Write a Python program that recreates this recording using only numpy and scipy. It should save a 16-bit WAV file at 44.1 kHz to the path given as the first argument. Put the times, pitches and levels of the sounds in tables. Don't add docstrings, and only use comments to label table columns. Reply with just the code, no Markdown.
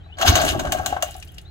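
import sys
import numpy as np
from scipy import signal
from scipy.fft import rfft, irfft, next_fast_len
from scipy.io import wavfile

SR = 44100
rng = np.random.default_rng(int(sys.argv[2]) if len(sys.argv) > 2 else 0)


def unload_audio(sound):
    columns = np.transpose(np.atleast_2d(sound))
    steps = np.round(np.clip(columns, -1, 1) * 32767)
    wavfile.write(sys.argv[1], SR, steps.astype(np.int16))


N = 66150
T = np.arange(N) / SR
SIZE = next_fast_len(N + SR // 2)
HZ = np.maximum(np.arange(SIZE // 2 + 1) * SR / SIZE, 1)


def from_db(db):
    return 10 ** (np.asarray(db) / 20)


def rms_one(x):
    return x / np.sqrt(np.mean(x ** 2) + 1e-20)


def level(rows):
    time_s, level_db = np.transpose(rows)
    return from_db(np.interp(T, time_s, level_db, left=-np.inf, right=-np.inf))


def at_hz(points):
    freq_hz, value = np.transpose(points)
    return np.interp(np.log(HZ), np.log(freq_hz), value)


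def shape(x, gain):
    return irfft(rfft(x, SIZE) * gain, SIZE)[..., :N]


def drift(corner_hz):
    return rms_one(shape(rng.standard_normal(N), 1 / (1 + (HZ / corner_hz) ** 2)))


# [freq_hz, likeness (-1..1)], negative values count as 0
LEFT_RIGHT_LIKENESS = [(100, 0.7734), (700, -0.13), (1500, 0.36), (4000, 0.7), (12000, 0.62)]


def pair(white, colour_db):
    alike = np.clip(at_hz(LEFT_RIGHT_LIKENESS), 0, 1)
    mid, side = shape(white, from_db(colour_db) * np.sqrt([1 + alike, 1 - alike]))
    return rms_one(np.array([mid + side, mid - side]))


def noise(colour_db):
    return pair(rng.standard_normal((2, N)), colour_db)


def burst(start_s, rise_s, t60_s):
    rise = np.clip((T - start_s) / rise_s, 0, 1)
    decay_time_s = np.maximum(T - start_s - rise_s, 0)
    return rise * from_db(-60 * decay_time_s / t60_s)


def tone_from(start_s, pitch_hz):
    return np.sin(2 * np.pi * pitch_hz * (T - start_s))


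def ring(x, mode_hz, t60_s):
    r, w = from_db(-60 / (t60_s * SR)), 2 * np.pi * mode_hz / SR
    return signal.lfilter([0, np.sin(w)], [1, -2 * r * np.cos(w), r * r], x + 1e-18)


def grains(rate_per_s):
    hits = rng.random(N) < rate_per_s / SR
    size_db = 2 * np.minimum(rng.exponential(1, N), 4)
    return hits * from_db(size_db) * rng.standard_normal((2, N))


def from_left(x, lead_rad, balance_db):
    gains = from_db([balance_db / 2, -balance_db / 2])
    gains = gains / np.sqrt(np.mean(gains ** 2, axis=0))
    return shape(x, gains * np.exp(-1j * np.array([0 * lead_rad, lead_rad])))


def echoes(x, delay_s, t60_s):
    response = rms_one(rng.standard_normal((2, N)) * burst(delay_s, delay_s, t60_s)) / np.sqrt(N)
    return shape(x, rfft(response, SIZE) * HZ / np.hypot(HZ, 900))


# [pitch_hz, level_db (rms)]
DRONE_PARTIALS = [(83, -49.5), (133, -55), (168, -57)]
# [freq_hz, density_db (relative, per Hz)]
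AIR_SPECTRUM = [(15, -18), (30, -3.5), (65, 6.5), (100, 1.5), (160, -13.5), (230, -18), (370, -14),
                (500, -22.5), (780, -17.5), (1000, -31), (1500, -25), (2300, -33), (4000, -33.5),
                (5000, -47), (7500, -49), (9000, -58), (15000, -59)]
AIR_DB = -42.5


def garden():
    hum = 0
    for pitch_hz, level_db in DRONE_PARTIALS:
        wavering_hz = pitch_hz + 4 * drift(16)
        hum = hum + from_db(level_db) * np.sqrt(2) * np.sin(2 * np.pi * np.cumsum(wavering_hz) / SR)
    return hum + from_db(AIR_DB) * noise(at_hz(AIR_SPECTRUM))


# [start_s, length_s, level_db (relative), start_hz, middle_hz, end_hz]
BIRD_CHIRPS = [(0, .04, -60, 3100, 3170, 3050), (.032, .052, -57, 3750, 4000, 3980),
               (.085, .04, -51, 2350, 2600, 2900), (.113, .05, -45, 2800, 3000, 3100),
               (.134, .018, -48, 3400, 3520, 3400), (1.274, .038, -51, 2600, 3350, 3050),
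               (1.305, .07, -57, 3000, 2950, 2950), (1.448, .06, -51, 3450, 4100, 4100)]
BIRD_DB, BIRD_FLUTTER_DB, BIRD_WARBLE_HZ = 0.5, 4, 49.7
BIRD_LEAD_S, BIRD_LEFT_DB = 0.0002, 5.5
BIRD_ECHO_DB, BIRD_ECHO_DELAY_S, BIRD_ECHO_T60_S = -14, 0.0033, 0.39


def birds():
    song = 0
    for start_s, length_s, level_db, start_hz, middle_hz, end_hz in BIRD_CHIRPS:
        progress = np.clip((T - start_s) / length_s, 0, 1)
        pitch_hz = np.interp(progress, [0, .5, 1], [start_hz, middle_hz, end_hz])
        pitch_hz = pitch_hz + BIRD_WARBLE_HZ * drift(150)
        gain = from_db(level_db + BIRD_DB + BIRD_FLUTTER_DB * drift(90))
        arch = np.sqrt(np.abs(np.sin(np.pi * progress)))
        song = song + gain * arch * np.sin(2 * np.pi * np.cumsum(pitch_hz) / SR)
    direct = from_left(song, 2 * np.pi * HZ * BIRD_LEAD_S, np.full_like(HZ, BIRD_LEFT_DB))
    return direct + from_db(BIRD_ECHO_DB) * echoes(song, BIRD_ECHO_DELAY_S, BIRD_ECHO_T60_S)


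# [start_s, level_db (relative), centre_hz]
HANDLE_TICKS = [(1.108, -36.5, 7700), (1.142, -38.5, 4450), (1.164, -40.5, 8400), (1.182, -43.5, 10900),
                (1.199, -40.5, 7400), (1.247, -47, 12000), (1.2247, -32, 2550), (1.227, -43.5, 5840),
                (1.274, -48, 3930), (1.281, -51, 9000), (1.318, -50, 12200), (1.343, -47, 6940),
                (1.3814, -32, 3100), (1.383, -50, 7960), (1.397, -69, 3180), (1.413, -49, 8100)]
TICK_RISE_S, TICK_T60_S, TICK_HALF_WIDTH_OCTAVES = 0.0013, 0.028, 0.54


def ticks():
    out = 0
    for start_s, level_db, centre_hz in HANDLE_TICKS:
        distance = np.log2(HZ / centre_hz) / TICK_HALF_WIDTH_OCTAVES
        tick = noise(-20 * np.log10(1 + distance ** 2))
        out = out + from_db(level_db) * burst(start_s, TICK_RISE_S, TICK_T60_S) * tick
    return out


# [time_s, level_db (relative)]
CHURN_LEVEL = [(.12, -82), (.18, -51), (.23, -39), (.265, -26), (.335, -23), (.41, -34), (.452, -22.5),
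               (.49, -33.5), (.56, -26.5), (.63, -31), (.74, -33), (.9, -40.5), (1.1, -65), (1.4, -60.5)]
# [freq_hz, density_db (relative, per Hz)]
CHURN_SPECTRUM = [(20, -1), (40, -9), (70, 6.5), (115, -0.5), (160, 0), (205, -6), (260, 3), (335, 2),
                  (410, -4), (520, -17), (900, -11), (3000, -62)]
# [start_s, level_db (relative), pitch_hz, rise_s, t60_s]
CYLINDER_PUFFS = [(0.281, -4, 80, .020, 0.052), (.328, -11.5, 77.6, 0.018, 0.04),
                  (0.495, -20.5, 71, 0.017, 0.058), (0.551, -21, 122.5, 0.0089, 0.036),
                  (0.661, -21, 59, 0.018, .12), (0.783, -27, 79, 0.016, 0.21),
                  (.92, -30, 71.3, 0.013, 0.083)]


def cylinder():
    puffs = 0
    for start_s, level_db, pitch_hz, rise_s, t60_s in CYLINDER_PUFFS:
        puff = burst(start_s, rise_s, t60_s) * tone_from(start_s, pitch_hz)
        puffs = puffs + from_db(level_db) * puff
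    return puffs + level(CHURN_LEVEL) * noise(at_hz(CHURN_SPECTRUM))


# [mode_hz, level_db (relative), t60_s]
CASING_MODES = [(597.5, -14, 0.16), (631, -5, 0.096), (668, -4.5, 0.054), (720.7, 0, 0.066),
                (753, -4.5, 0.053), (793.6, -2.5, 0.058), (855, -16, 0.047), (1134, -8, 0.065),
                (1320, -5, 0.024), (1600, 0, 0.035)]
# [time_s, level_db (relative)]
RATTLE_LEVEL = [(.17, -47.5), (.21, -24.5), (.28, -26), (.40, -20), (.5, -28), (.54, -31.5), (.63, -34.5),
                (.675, -27.5), (.71, -34.5), (.76, -30), (.95, -35.5), (1.08, -42), (1.14, -56.5),
                (1.3, -72.5)]
# [start_s, level_db (relative), strongest_pitch_hz]
MOTOR_KNOCKS = [(.061, -37.5, 715), (.098, -46, 806), (.198, -24, 730), (.215, -14.5, 732),
                (.228, -8.5, 730), (.250, -8, 728), (.310, -28, 690), (.343, -14.5, 720), (.361, -12, 730),
                (.384, -8.5, 717), (.400, -13, 685), (.420, -12, 697), (.436, -39, 700), (.451, -13, 695),
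                (.547, -17.5, 651), (.593, -19, 697), (.606, -44, 710), (.6465, -17.5, 651),
                (.724, -18, 773), (.746, -14, 669), (.770, -31, 716), (.797, -17.5, 740), (.848, -35, 700),
                (.862, -20, 747), (.926, -13.5, 743), (.965, -20.5, 758), (1.028, -12, 661.5),
                (1.088, -26.5, 710), (1.151, -29, 754), (1.176, -36.5, 740)]
KNOCK_DB, KNOCK_SPREAD_DB, KNOCK_BASE, KNOCK_WIDTH_HZ = -5, 3, 0.45, 79
CONTACT_DB, CONTACT_RISE_S, CONTACT_T60_S = -5, .004, 0.045
RATTLE_RATE_PER_S = 600


def casing():
    start_s, level_db, pitch_hz = np.transpose(MOTOR_KNOCKS)
    knocks, rattle = 0, 0
    for k, (mode_hz, mode_db, t60_s) in enumerate(CASING_MODES):
        favour = KNOCK_BASE + np.exp(-((mode_hz - pitch_hz) / KNOCK_WIDTH_HZ) ** 2)
        spread_db = KNOCK_SPREAD_DB * rng.standard_normal(len(start_s))
        clicks = np.zeros(N)
        clicks[(start_s * SR).astype(int)] = favour * from_db(level_db + KNOCK_DB + mode_db + spread_db)
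        polarity = (-1) ** (k // 2)
        knocks = knocks + polarity * ring(clicks, mode_hz, t60_s)
        rattle = rattle + from_db(mode_db) * ring(grains(RATTLE_RATE_PER_S)[0], mode_hz, t60_s)
    contact = 0
    for knock_s, knock_db, knock_hz in MOTOR_KNOCKS:
        thud = burst(knock_s, CONTACT_RISE_S, CONTACT_T60_S) * tone_from(knock_s, knock_hz)
        contact = contact + from_db(knock_db + CONTACT_DB) * thud
    return knocks + contact + level(RATTLE_LEVEL) * rms_one(rattle)


# [mode_hz, width_hz, level_db (relative)]
HOUSING_MODES = [(1072, 17, -1), (1572, 100, -2), (1796, 21, -4.5), (2212, 90, 3), (2807, 177, -1.5),
                 (3360, 50, -12), (3873, 30, -4.5), (4143, 28, 1.5), (4400, 67, -5.5), (4860, 41, -0.5),
                 (5630, 12, -28.5), (6210, 177, 0), (6690, 140, -11.5), (7750, 210, -3.5)]


def housing(x, ring_db):
    out = x
    for mode_hz, width_hz, level_db in HOUSING_MODES:
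        r = np.exp(-np.pi * width_hz / SR)
        feed = np.array([1, 0, -1]) * (1 - r * r) / 2
        feedback = [1, -2 * r * np.cos(2 * np.pi * mode_hz / SR), r * r]
        out = out + from_db(level_db + ring_db) * signal.lfilter(feed, feedback, x)
    return out


GRAINS_PER_S = 14000
RASP_FLICKER_DB, FLICKER_CORNER_HZ = 0.96, 88
RASP_PATCH_DB, PATCH_CORNER_HZ = 3.5, 71


def cord(curve, spectrum, gain_db, ring_db):
    slips, rasp = pair(grains(GRAINS_PER_S), at_hz(spectrum)), 0
    centres = np.log(np.geomspace(1000, 13000, 8))
    for band in np.eye(len(centres)):
        band_slips = shape(slips, np.interp(np.log(HZ), centres, band))
        rasp = rasp + band_slips * from_db(RASP_PATCH_DB * drift(PATCH_CORNER_HZ))
    flicker = from_db(gain_db + RASP_FLICKER_DB * drift(FLICKER_CORNER_HZ))
    return housing(rms_one(rasp) * level(curve) * flicker, ring_db)


# [time_s, level_db (relative)]
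REWIND_LEVEL = [(.39, -64), (.45, -28), (.492, -22), (.52, -29.5), (.555, -41), (.63, -44), (.71, -43.5),
                (.77, -39), (.84, -45.5), (.90, -38), (1.0, -53.5), (1.08, -41.5), (1.19, -54.5),
                (1.3, -61.5), (1.42, -63.5), (1.5, -73)]
# [freq_hz, density_db (relative, per Hz)]
REWIND_SPECTRUM = [(300, -8), (800, -22), (1500, 2), (2300, -2), (2900, 6.5), (4600, -6), (6800, -4.5),
                   (8000, -9.5), (12000, -11.5), (14500, -9)]


def cord_rewind():
    return cord(REWIND_LEVEL, REWIND_SPECTRUM, gain_db=-0.5, ring_db=-4.5)


# [time_s, level_db (relative)]
PULL_LEVEL = [(.17, -54), (.205, -31), (.225, -16.5), (.245, -36), (.265, -14), (.283, -4), (.295, -14.5),
              (.32, -25.5), (.345, -25), (.372, -20), (.44, -30), (.55, -60)]
# [freq_hz, density_db (relative, per Hz)]
PULL_SPECTRUM = [(250, -2.5), (700, -8.5), (1400, 6.5), (2200, -4.5), (3200, 5.5), (5000, -1.5),
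                 (6700, -1.5), (8500, -16.5), (11000, -12), (15000, -8.5)]


def cord_pull():
    return cord(PULL_LEVEL, PULL_SPECTRUM, gain_db=-3.5, ring_db=3)


# [freq_hz, density_db (relative, per Hz)]
CLACK_SPECTRUM = [(100, -44), (350, -43), (700, -3), (1400, 4), (2200, -5), (3200, 1.5), (5000, -9),
                  (6800, 1), (9000, -10), (12000, -13), (15000, -8.5)]
# [start_s, level_db (relative), tilt_db_per_octave above 1 kHz, rise_s, t60_s]
STARTER_CLACKS = [(.1828, -26.5, -2.5, 0.0043, .055), (.201, -27, -3, 0.0014, 0.053),
                  (0.2124, -13.5, -3.5, 0.0013, 0.095), (.354, -7, -0.5, 0.00089, 0.1),
                  (0.413, -15, -0.5, 0.0033, 0.11), (0.445, -18.5, 2.5, 0.0047, 0.085),
                  (0.59, -18.5, -2, 0.0084, 0.046), (.651, -26, -4, 0.0017, 0.12),
                  (0.67, -24, -6.5, .003, 0.035), (0.7201, -9.5, 0, 0.0023, 0.033),
                  (0.786, -27.5, -2.5, 0.00073, 0.051), (0.8599, -10.5, 1.5, 0.0013, 0.024),
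                  (0.925, -28.5, -7, 0.0038, .04), (0.966, -22, -9, 0.0013, 0.06),
                  (1.0239, -10.5, 1, .001, 0.025)]
CLACK_DB, CLACK_RING_DB = -5, 1.5
CRACK_DB, CRACK_T60_S = -1.5, 0.031
CRASH_DB = -5.5
TAIL_DB, TAIL_T60_S = -15, 0.14


def clacks():
    out, octaves = 0, np.log2(np.maximum(HZ, 1000) / 4000)
    for start_s, level_db, tilt_db, rise_s, t60_s in STARTER_CLACKS:
        stages = (CRACK_DB, CRACK_T60_S), (CRASH_DB, t60_s), (TAIL_DB, TAIL_T60_S)
        power = 0
        for stage_db, decay_s in stages:
            power = power + (from_db(stage_db) * burst(start_s, rise_s, decay_s)) ** 2
        metal = noise(at_hz(CLACK_SPECTRUM) + tilt_db * octaves)
        out = out + from_db(level_db + CLACK_DB) * np.sqrt(power) * metal
    return housing(out, CLACK_RING_DB)


# [freq_hz, lead_rad]
MOTOR_LEAD = [(0, 0), (1980, 3), (3010, 2.5), (3880, 5), (5680, 4), (6720, 6.5), (7670, 4.5), (8610, 13.5),
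              (9300, 14.5), (10400, 26.5), (10800, 26), (16400, 22)]
# [freq_hz, balance_db]
MOTOR_BALANCE = [(80, -2.5), (300, 1.5), (720, 6.5), (1400, 2), (2800, 2.5), (6000, 3.5), (9500, 8.5),
                 (14000, -1)]
HULL_DB, HULL_DELAY_S, HULL_T60_S = -5.5, 0.00085, 0.096


def motor():
    dry_motor = cord_pull() + cord_rewind() + clacks() + ticks() + casing() + cylinder()
    reflected = dry_motor + from_db(HULL_DB) * echoes(dry_motor, HULL_DELAY_S, HULL_T60_S)
    lead_rad = np.interp(HZ, *np.transpose(MOTOR_LEAD))
    return from_left(reflected, lead_rad, at_hz(MOTOR_BALANCE))


def scene():
    return motor() + birds() + garden()


CEILING, CUTOFF_HZ = .88, 15800


def record(dry):
    rounded = dry / (1 + (dry / CEILING) ** 8) ** (1 / 8)
    lowpass = signal.ellip(12, .1, 80, CUTOFF_HZ, fs=SR, output="sos")
    return signal.sosfilt(lowpass, rounded)


dry = scene()
out = record(dry)
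unload_audio(out)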